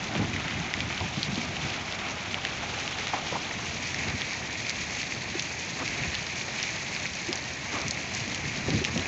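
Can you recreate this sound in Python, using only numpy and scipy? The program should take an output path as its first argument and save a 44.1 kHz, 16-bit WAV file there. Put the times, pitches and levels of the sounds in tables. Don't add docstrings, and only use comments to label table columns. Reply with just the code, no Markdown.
import sys
import numpy as np
from scipy import signal
from scipy.fft import rfft, irfft, next_fast_len
from scipy.io import wavfile

SR = 44100
rng = np.random.default_rng(int(sys.argv[2]) if len(sys.argv) > 2 else 0)


def dump(signal):
    limited = np.clip(np.atleast_2d(signal).T, -1, 1)
    pcm = np.round(limited * 32767).astype(np.int16)
    wavfile.write(sys.argv[1], SR, pcm)


N = 399987
TIME = np.arange(N) / SR

# (time [s], share of the fence colour [0-1])
TURN = [(3.3, 0), (4.0, 0.92)]
# (frequency [Hz], density [dB])
RUMBLE_OPEN = [(25, -39), (38, -29.5), (52, -8), (80, 2), (150, 2), (230, -0.5), (330, -4), (480, -24),
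               (900, -58)]
RUMBLE_FENCE = [(25, -27.5), (38, -19), (52, -7), (80, 3.5), (150, 3), (230, 0), (330, -5), (480, -17),
                (900, -51)]
ROAR_OPEN = [(220, -17.5), (380, 2.5), (500, -1), (750, 6), (1050, -0.5), (1400, -2.5), (1900, -6.5),
             (3000, -52)]
ROAR_FENCE = [(220, -16.5), (360, -1), (500, -2), (720, 0.5), (1050, -3), (1400, -7), (1900, 2),
              (3000, -52.5)]
HISS_OPEN = [(700, -11.5), (1250, -7.5), (1700, -7.5), (2000, -3), (2300, -0.5), (2900, -4), (3600, -4.5),
             (4300, -6.5), (5000, -9.5), (6500, -7.5), (7100, -14.5), (7700, -22.5), (8300, -64.5)]
HISS_FENCE = [(700, -16.5), (1400, -13), (1700, -8), (2000, -0.5), (2250, 3), (2550, 1.5), (2950, -5),
              (3600, -5), (4300, -2.5), (5100, -6.5), (6600, -2.5), (7100, -11.5), (7700, -18), (8300, -63)]

# (time [s], rumble level [dB], roar level [dB])
BLAZE = [(0.0, -42, -44), (0.35, -39.5, -43.5), (1.16, -43.5, -45), (2.65, -44.5, -42.5),
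         (4.02, -43, -43.5), (4.92, -44.5, -44), (7.7, -45, -44), (8.79, -40, -42.5), (9.07, -42.5, -40.5)]
# (time of full height [s], hold [s], rumble level [dB])
SURGES = [(0.18, 0.065, -32), (0.31, 0.057, -35.5), (0.558, 0.052, -35), (0.815, 0.046, -37),
          (1.017, 0.021, -33.5), (1.287, 0.11, -40.5), (1.46, .06, -39.5), (1.62, .04, -36.5),
          (3.96, 0.06, -40), (4.07, 0.085, -39), (7.858, 0.022, -36.5), (8.232, .02, -38.5),
          (8.44, .04, -39), (8.57, 0.011, -35.5), (8.69, 0.09, -30.5), (8.955, 0.048, -31)]
# (time of full height [s], hold [s], roar level [dB])
RUSHES = [(0.126, 0.12, -42), (1.67, 0.048, -41), (3.15, 0.024, -38.5), (4.052, 0.067, -42)]
# (time [s], crackle level [dB], sizzle level [dB])
TIMBER = [(0.0, -37.5, -40.5), (0.75, -37, -40.5), (1.24, -38, -38.5), (2.37, -38.5, -41),
          (2.73, -37.5, -38.5), (5.02, -37.5, -38.5), (5.53, -39, -39.5), (5.86, -37.5, -38.5),
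          (6.97, -37.5, -38), (7.43, -39, -40), (8.66, -36.5, -38), (9.07, -38, -39)]
# (time of full height [s], hold [s], rise of the crackle [dB])
FLURRIES = [(0.37, 0.21, 2), (1.75, 0.043, 5), (2.0, 0.087, 4), (3.0, 0.19, 1.5), (3.99, 0.13, 4),
            (4.2, 0.052, 4.5), (4.68, 0.054, 2), (4.97, 0.094, 0.5), (7.72, 0.089, 3)]
# (time [s], peak level [dB], pitch [Hz], bandwidth [octaves], decay [s])
KNOCKS_AND_THUDS = [(0.151, -24.5, 755, .9, .0092), (0.152, -24, 240, 1.0, .012),
                    (0.194, -17, 250, 1.0, .018), (0.902, -25.5, 1000, 1.1, .0034),
                    (1.008, -25, 800, .7, .03), (1.02, -28, 115, 1.0, .02), (1.172, -20.5, 175, 1.3, .016),
                    (1.284, -25, 160, 1.0, .01), (1.325, -24.5, 155, 1.0, .012),
                    (1.376, -20.5, 180, 1.4, .016), (3.1345, -18, 880, .7, .011),
                    (3.137, -29, 280, 1.6, .022), (3.324, -21.5, 260, 2.4, .004),
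                    (3.327, -26, 760, 1.2, .008), (3.34, -27.5, 600, 1.7, .018),
                    (3.354, -22.5, 810, .85, .008), (3.368, -28, 680, 1.0, .004),
                    (4.078, -29, 100, 1.2, .02), (4.135, -28, 92, 1.1, .02), (5.350, -26, 300, .7, .012),
                    (8.683, -17, 185, 2.4, .012), (8.737, -18, 190, 1.6, .03),
                    (8.814, -23.5, 310, .8, .0058), (8.961, -21, 200, 2.4, .008),
                    (8.988, -20.5, 190, 2.2, .012)]
# (time [s], rms level of the first 3 ms before SNAP_DB [dB], lower ring [Hz],
# upper ring [Hz], upper ring against lower [dB], ring bandwidth [octaves], splinter decay [ms])
SNAPS = [(0.152, -28.5, 1900, 3200, -6, .6, .6), (0.1637, -29.5, 1900, 2900, -4, .5, 1.0),
         (0.3625, -25.5, 2150, 3000, -12, .3, .6), (0.398, -29.3, 2400, 3000, -2, .3, .6),
         (0.4812, -29, 1900, 2400, -3, .4, .8), (0.7386, -21, 2050, 3900, -8, .5, .5),
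         (0.8049, -23.5, 2250, 3500, -1, .45, .5), (0.9266, -30, 2400, 3000, -4, .3, .6),
         (0.9773, -30, 2400, 3300, -3, .4, .6), (1.0037, -30, 2700, 3800, -2, .6, .8),
         (1.2302, -21, 3300, 4100, 3, .24, .6), (1.3564, -31, 3600, 4400, -2, .4, .8),
         (1.567, -29.5, 2600, 3200, 0, .25, .5), (1.7026, -31, 2900, 4400, 0, .4, .8),
         (1.9243, -29, 3400, 4400, -2, .3, .7), (2.3433, -22.5, 2300, 3100, -4, .45, .7),
         (2.4506, -22, 2100, 2950, -1, .6, .6), (2.4699, -30, 2400, 3100, -2, .4, .8),
         (2.7879, -29.5, 2600, 3700, 0, .4, .6), (2.8774, -26, 2400, 4000, -5, .7, .4),
         (2.9865, -29.5, 2000, 3900, -1, .5, .6), (3.0705, -26, 2500, 4600, -3, .8, .7),
         (3.081, -30, 2300, 3000, -5, .4, .6), (3.140, -30.5, 1900, 2500, -3, .4, 2.0),
         (3.5105, -30, 1900, 2300, -1, .3, 1.0), (3.9446, -26, 2050, 4700, -2, .6, 1.0),
         (4.2108, -30, 1900, 4100, 0, .5, .8), (4.218, -26, 2900, 3600, 2, .3, 1.3),
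         (4.333, -30, 2000, 4200, 4, .35, 1.0), (4.667, -29.5, 2400, 3100, -2, .4, .6),
         (4.695, -24, 4150, 5750, 1, .22, .8), (4.7038, -27.5, 2250, 4300, -12, .3, 1.0),
         (5.0157, -27.5, 2300, 4700, -3, .25, .6), (5.0304, -27.5, 2200, 4000, -7, .3, .6),
         (5.1222, -25.8, 2200, 2600, -9, .25, .6), (5.3951, -23, 2900, 4750, 2, .4, 1.4),
         (5.4225, -29.5, 5900, 6500, 0, .25, 1.8), (7.816, -32, 4600, 6500, 0, .35, .8),
         (7.8817, -26.2, 2200, 6100, 4, .4, .6), (7.9093, -23, 4500, 6500, 4, .35, .6),
         (7.9738, -30, 2000, 2400, -2, .3, .6), (8.1488, -28.5, 4600, 6500, 4, .35, 1.8),
         (8.2036, -30.5, 2300, 4700, 0, .5, 1.0), (8.3462, -28.5, 3600, 6300, -5, .4, 1.2),
         (8.704, -26.5, 2500, 4450, -1, .35, 1.3), (8.8415, -25.5, 2950, 5900, -2, .4, 1.6),
         (8.8492, -20.3, 2750, 5900, -7, .55, .6), (8.9761, -25, 2800, 5500, -4, .7, 1.8),
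         (8.995, -29, 2700, 3600, 0, .4, 2.0), (9.0565, -26, 2250, 2600, -8, .25, .8)]
# (time of full height [s], hold [s], release [s], level [dB])
WHOOSHES = [(5.805, 0.025, 0.0051, -34.5), (7.736, 0.037, 0.05, -35)]

SWELL_ATTACK_S, SWELL_RELEASE_S = 0.03, 0.018
REPEAT_FROM_S, REPEAT_S = 3.9, 1.9333
FULL_SURGE_DB, FLARE_GROWTH = -26, 2.2
SPLIT_HZ = 2605
SIZZLE_FOLLOWS = 0.032
SNAP_DB = -0.3
SCATTER_DB, SCATTER_S = -7.5, .009
FAINT_PER_S, FAINT_DB, FAINT_SPREAD_DB = 3, -37, 1.5
FAINT_HZ, FAINT_OCTAVES = 2400, .22
FAINT_WIDTH_OCTAVES, FAINT_DECAY_MS = .35, .8
FAINT_UPPER_RATIO, FAINT_UPPER_DB = 1.8, -2
WHOOSH_AIR_HZ, WHOOSH_BODY_HZ, WHOOSH_BODY_LAG_S = 867, 301, 0.0059
CUTOFF_HZ = 8050


def from_db(db):
    return 10 ** (np.asarray(db) / 20)


def rms_one(x):
    return x / np.sqrt(np.mean(x ** 2) + 1e-20)


def in_time(rows):
    times, *columns = np.transpose(rows)
    return [np.interp(TIME, times, column) for column in columns]


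def coloured(x, spectrum):
    hz, db = np.transpose(spectrum)
    size = next_fast_len(N + SR // 4, True)
    grid = np.maximum(np.fft.rfftfreq(size, 1 / SR), 1)
    gain = from_db(np.interp(np.log(grid), np.log(hz), db))
    cepstrum = irfft(np.log(gain), size)
    cepstrum[size // 2:] = 0
    response = np.exp(2 * rfft(cepstrum))
    return rms_one(irfft(rfft(x, size) * response, size)[:N])


def turning(x, open_yard, fence):
    share = in_time(TURN)[0]
    return (1 - share) * coloured(x, open_yard) + share * coloured(x, fence)


def drift(rate_hz):
    step = 40
    r = np.exp(-2 * np.pi * rate_hz * step / SR)
    noise = rng.standard_normal(N // step + 2002)
    slow = signal.lfilter([1], [1, -2 * r, r * r], noise)[2000:]
    return np.interp(np.arange(N) / step, np.arange(len(slow)), rms_one(slow))


def resonance(x, hz, octaves, order):
    edges = np.clip([hz * 2 ** (-octaves / 2), hz * 2 ** (octaves / 2)], 10, SR / 2 - 10)
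    return signal.sosfilt(signal.butter(order, edges, "band", fs=SR, output="sos"), x)


def add(out, s, sound):
    at = max(round(s * SR), 0)
    out[at:at + len(sound)] += sound[:max(N - at, 0)]


def with_repeat(rows):
    run_end_s = REPEAT_FROM_S + REPEAT_S
    again = [(s + REPEAT_S, *rest) for s, *rest in rows if REPEAT_FROM_S <= s < run_end_s]
    return list(rows) + again


def swell(s, hold_s, release_s=SWELL_RELEASE_S):
    rise = np.clip(1 + (TIME - s) / SWELL_ATTACK_S, 0, 1)
    return rise * np.exp(-np.clip((TIME - s - hold_s) / release_s, 0, 20))


def swelling(steady_db, swells):
    power = from_db(steady_db) ** 2
    for s, hold_s, db in with_repeat(swells):
        power = power + (from_db(db) * swell(s, hold_s)) ** 2
    return 10 * np.log10(power)


def flames(rumble_db, roar_db, flutter_db, flare_db, roar_flutter_db):
    steady_rumble_db, steady_roar_db = in_time(BLAZE)
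    surge_db = swelling(steady_rumble_db + rumble_db, SURGES)
    rush_db = swelling(steady_roar_db + roar_db, RUSHES)

    rumble = turning(rng.standard_normal(N), RUMBLE_OPEN, RUMBLE_FENCE)
    rumble = rms_one(rumble * from_db(flutter_db * drift(24)))
    flare = rms_one(resonance(rng.standard_normal(N), 390, 1.0, order=2))
    flare = flare * from_db(flare_db + FLARE_GROWTH * (surge_db - FULL_SURGE_DB))
    roar = turning(rng.standard_normal(N), ROAR_OPEN, ROAR_FENCE)
    roar = rms_one(roar * from_db(roar_flutter_db * drift(28)))
    return from_db(surge_db) * (rumble + flare) + from_db(rush_db) * roar


def cracks(per_s, spread_db, clump_db, width):
    born = rng.random(N) < per_s * from_db(clump_db * drift(18)) / SR
    strengths = from_db(spread_db * np.minimum(rng.exponential(1, N), 4.5))
    clicks = born * strengths * rng.choice([-1, 1], N)
    pitches = np.geomspace(1300, 7500, 16)
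    dealt = rng.integers(0, len(pitches), N)
    rings = np.zeros(N)
    for k, hz in enumerate(pitches):
        rings += resonance(clicks * (dealt == k) + 1e-18, hz, width, order=2)
    return rms_one(rings)


def burning_wood(crackle_db, sizzle_db, flicker_db, spit_db, wash_db):
    cracking_db, steaming_db = in_time(TIMBER)
    flurry_db = sum(rise_db * swell(s, hold_s) for s, hold_s, rise_db in with_repeat(FLURRIES))

    near = cracks(per_s=1800, spread_db=3.0, clump_db=3.5, width=0.38)
    far = from_db(wash_db) * rng.standard_normal(N)
    hiss = turning(near + far, HISS_OPEN, HISS_FENCE) * from_db(flicker_db * drift(47))

    low, high = [signal.butter(2, SPLIT_HZ, side, fs=SR, output="sos") for side in ("low", "high")]
    crackle = rms_one(signal.sosfilt(low, signal.sosfilt(low, hiss)))
    sizzle = rms_one(signal.sosfilt(high, signal.sosfilt(high, hiss)))
    sizzle = sizzle * from_db(spit_db * drift(23))
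    crackle_level_db = cracking_db + crackle_db + flurry_db
    sizzle_level_db = steaming_db + sizzle_db + SIZZLE_FOLLOWS * flurry_db
    return from_db(crackle_level_db) * crackle + from_db(sizzle_level_db) * sizzle


def knocks_and_thuds(rise_s, first_pulse):
    out, t = np.zeros(N), TIME[:SR // 4]
    for s, db, hz, width, decay_s in with_repeat(KNOCKS_AND_THUDS):
        burst = rng.standard_normal(len(t)) * np.exp(-t / decay_s) * (1 - np.exp(-t / rise_s))
        struck = burst / np.linalg.norm(burst) + first_pulse * (t == 0)
        ringing = resonance(struck, hz, width, order=3)
        add(out, s, from_db(db) * ringing / np.abs(ringing).max())
    return out


def faint_snaps():
    times = TIME[rng.random(N) < FAINT_PER_S / SR]
    strengths, pitches = rng.standard_normal((len(times), 2)).T
    levels_db = FAINT_DB + FAINT_SPREAD_DB * strengths
    lower_hz = FAINT_HZ * 2 ** (FAINT_OCTAVES * pitches)
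    return [(s, db, hz, FAINT_UPPER_RATIO * hz, FAINT_UPPER_DB, FAINT_WIDTH_OCTAVES, FAINT_DECAY_MS)
            for s, db, hz in zip(times, levels_db, lower_hz)]


def splinter_ring(x, hz, width):
    return rms_one(resonance(resonance(x, hz, width, order=1), hz, 1.15, order=2))


def two_rings(x, lower_hz, upper_hz, upper_db, width):
    return splinter_ring(x, lower_hz, width) - from_db(upper_db) * splinter_ring(x, upper_hz, width)


def snaps(splinter_db, tick_db):
    out, t = np.zeros(N), TIME[:SR // 8]
    air = signal.butter(10, 7150, fs=SR, output="sos")
    tick = rms_one(resonance((t == 0) + 1e-18, 5600, 1.0, order=2))
    for s, db, lower_hz, upper_hz, upper_db, width, decay_ms in with_repeat(SNAPS) + faint_snaps():
        splinters, scatter = rng.standard_normal((2, len(t)))
        burst = splinters * np.exp(-t * 1000 / decay_ms)
        burst = from_db(splinter_db) * burst / np.linalg.norm(burst) + (t == 0)
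        tail = scatter * np.exp(-t / SCATTER_S)
        direct = rms_one(two_rings(burst, lower_hz, upper_hz, upper_db, width))
        scattered = rms_one(two_rings(tail, lower_hz, upper_hz, upper_db, width))
        snap = direct + from_db(tick_db) * tick + from_db(SCATTER_DB) * scattered
        snap = signal.sosfilt(air, snap)
        first = snap[:SR * 3 // 1000]
        add(out, s, from_db(db + SNAP_DB) * snap / np.sqrt(np.mean(first ** 2)))
    return out


def whooshes(air_width, body_db, body_width):
    air = rms_one(resonance(rng.standard_normal(N), WHOOSH_AIR_HZ, air_width, order=2))
    body = rms_one(resonance(rng.standard_normal(N), WHOOSH_BODY_HZ, body_width, order=2))
    body = from_db(body_db) * body
    out = np.zeros(N)
    for s, hold_s, release_s, db in WHOOSHES:
        airy = air * swell(s, hold_s, release_s)
        hollow = body * swell(s + WHOOSH_BODY_LAG_S, hold_s, release_s)
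        out += from_db(db) * (airy + hollow)
    return out


def scene():
    fire = flames(rumble_db=2.5, roar_db=2.0, flutter_db=1.0, flare_db=-3.5, roar_flutter_db=1.5)
    fire = fire + burning_wood(crackle_db=-2.5, sizzle_db=-1.73, flicker_db=0.83, spit_db=1.3, wash_db=7.0)
    fire = fire + knocks_and_thuds(rise_s=0.00019, first_pulse=0.44)
    fire = fire + snaps(splinter_db=1.0, tick_db=-16.5)
    fire = fire + whooshes(air_width=1.4, body_db=-2.5, body_width=.75)
    return np.array([fire, fire])


def record(dry):
    return signal.sosfilt(signal.ellip(10, .2, 70, CUTOFF_HZ, fs=SR, output="sos"), dry)


dry = scene()
out = record(dry)
dump(out)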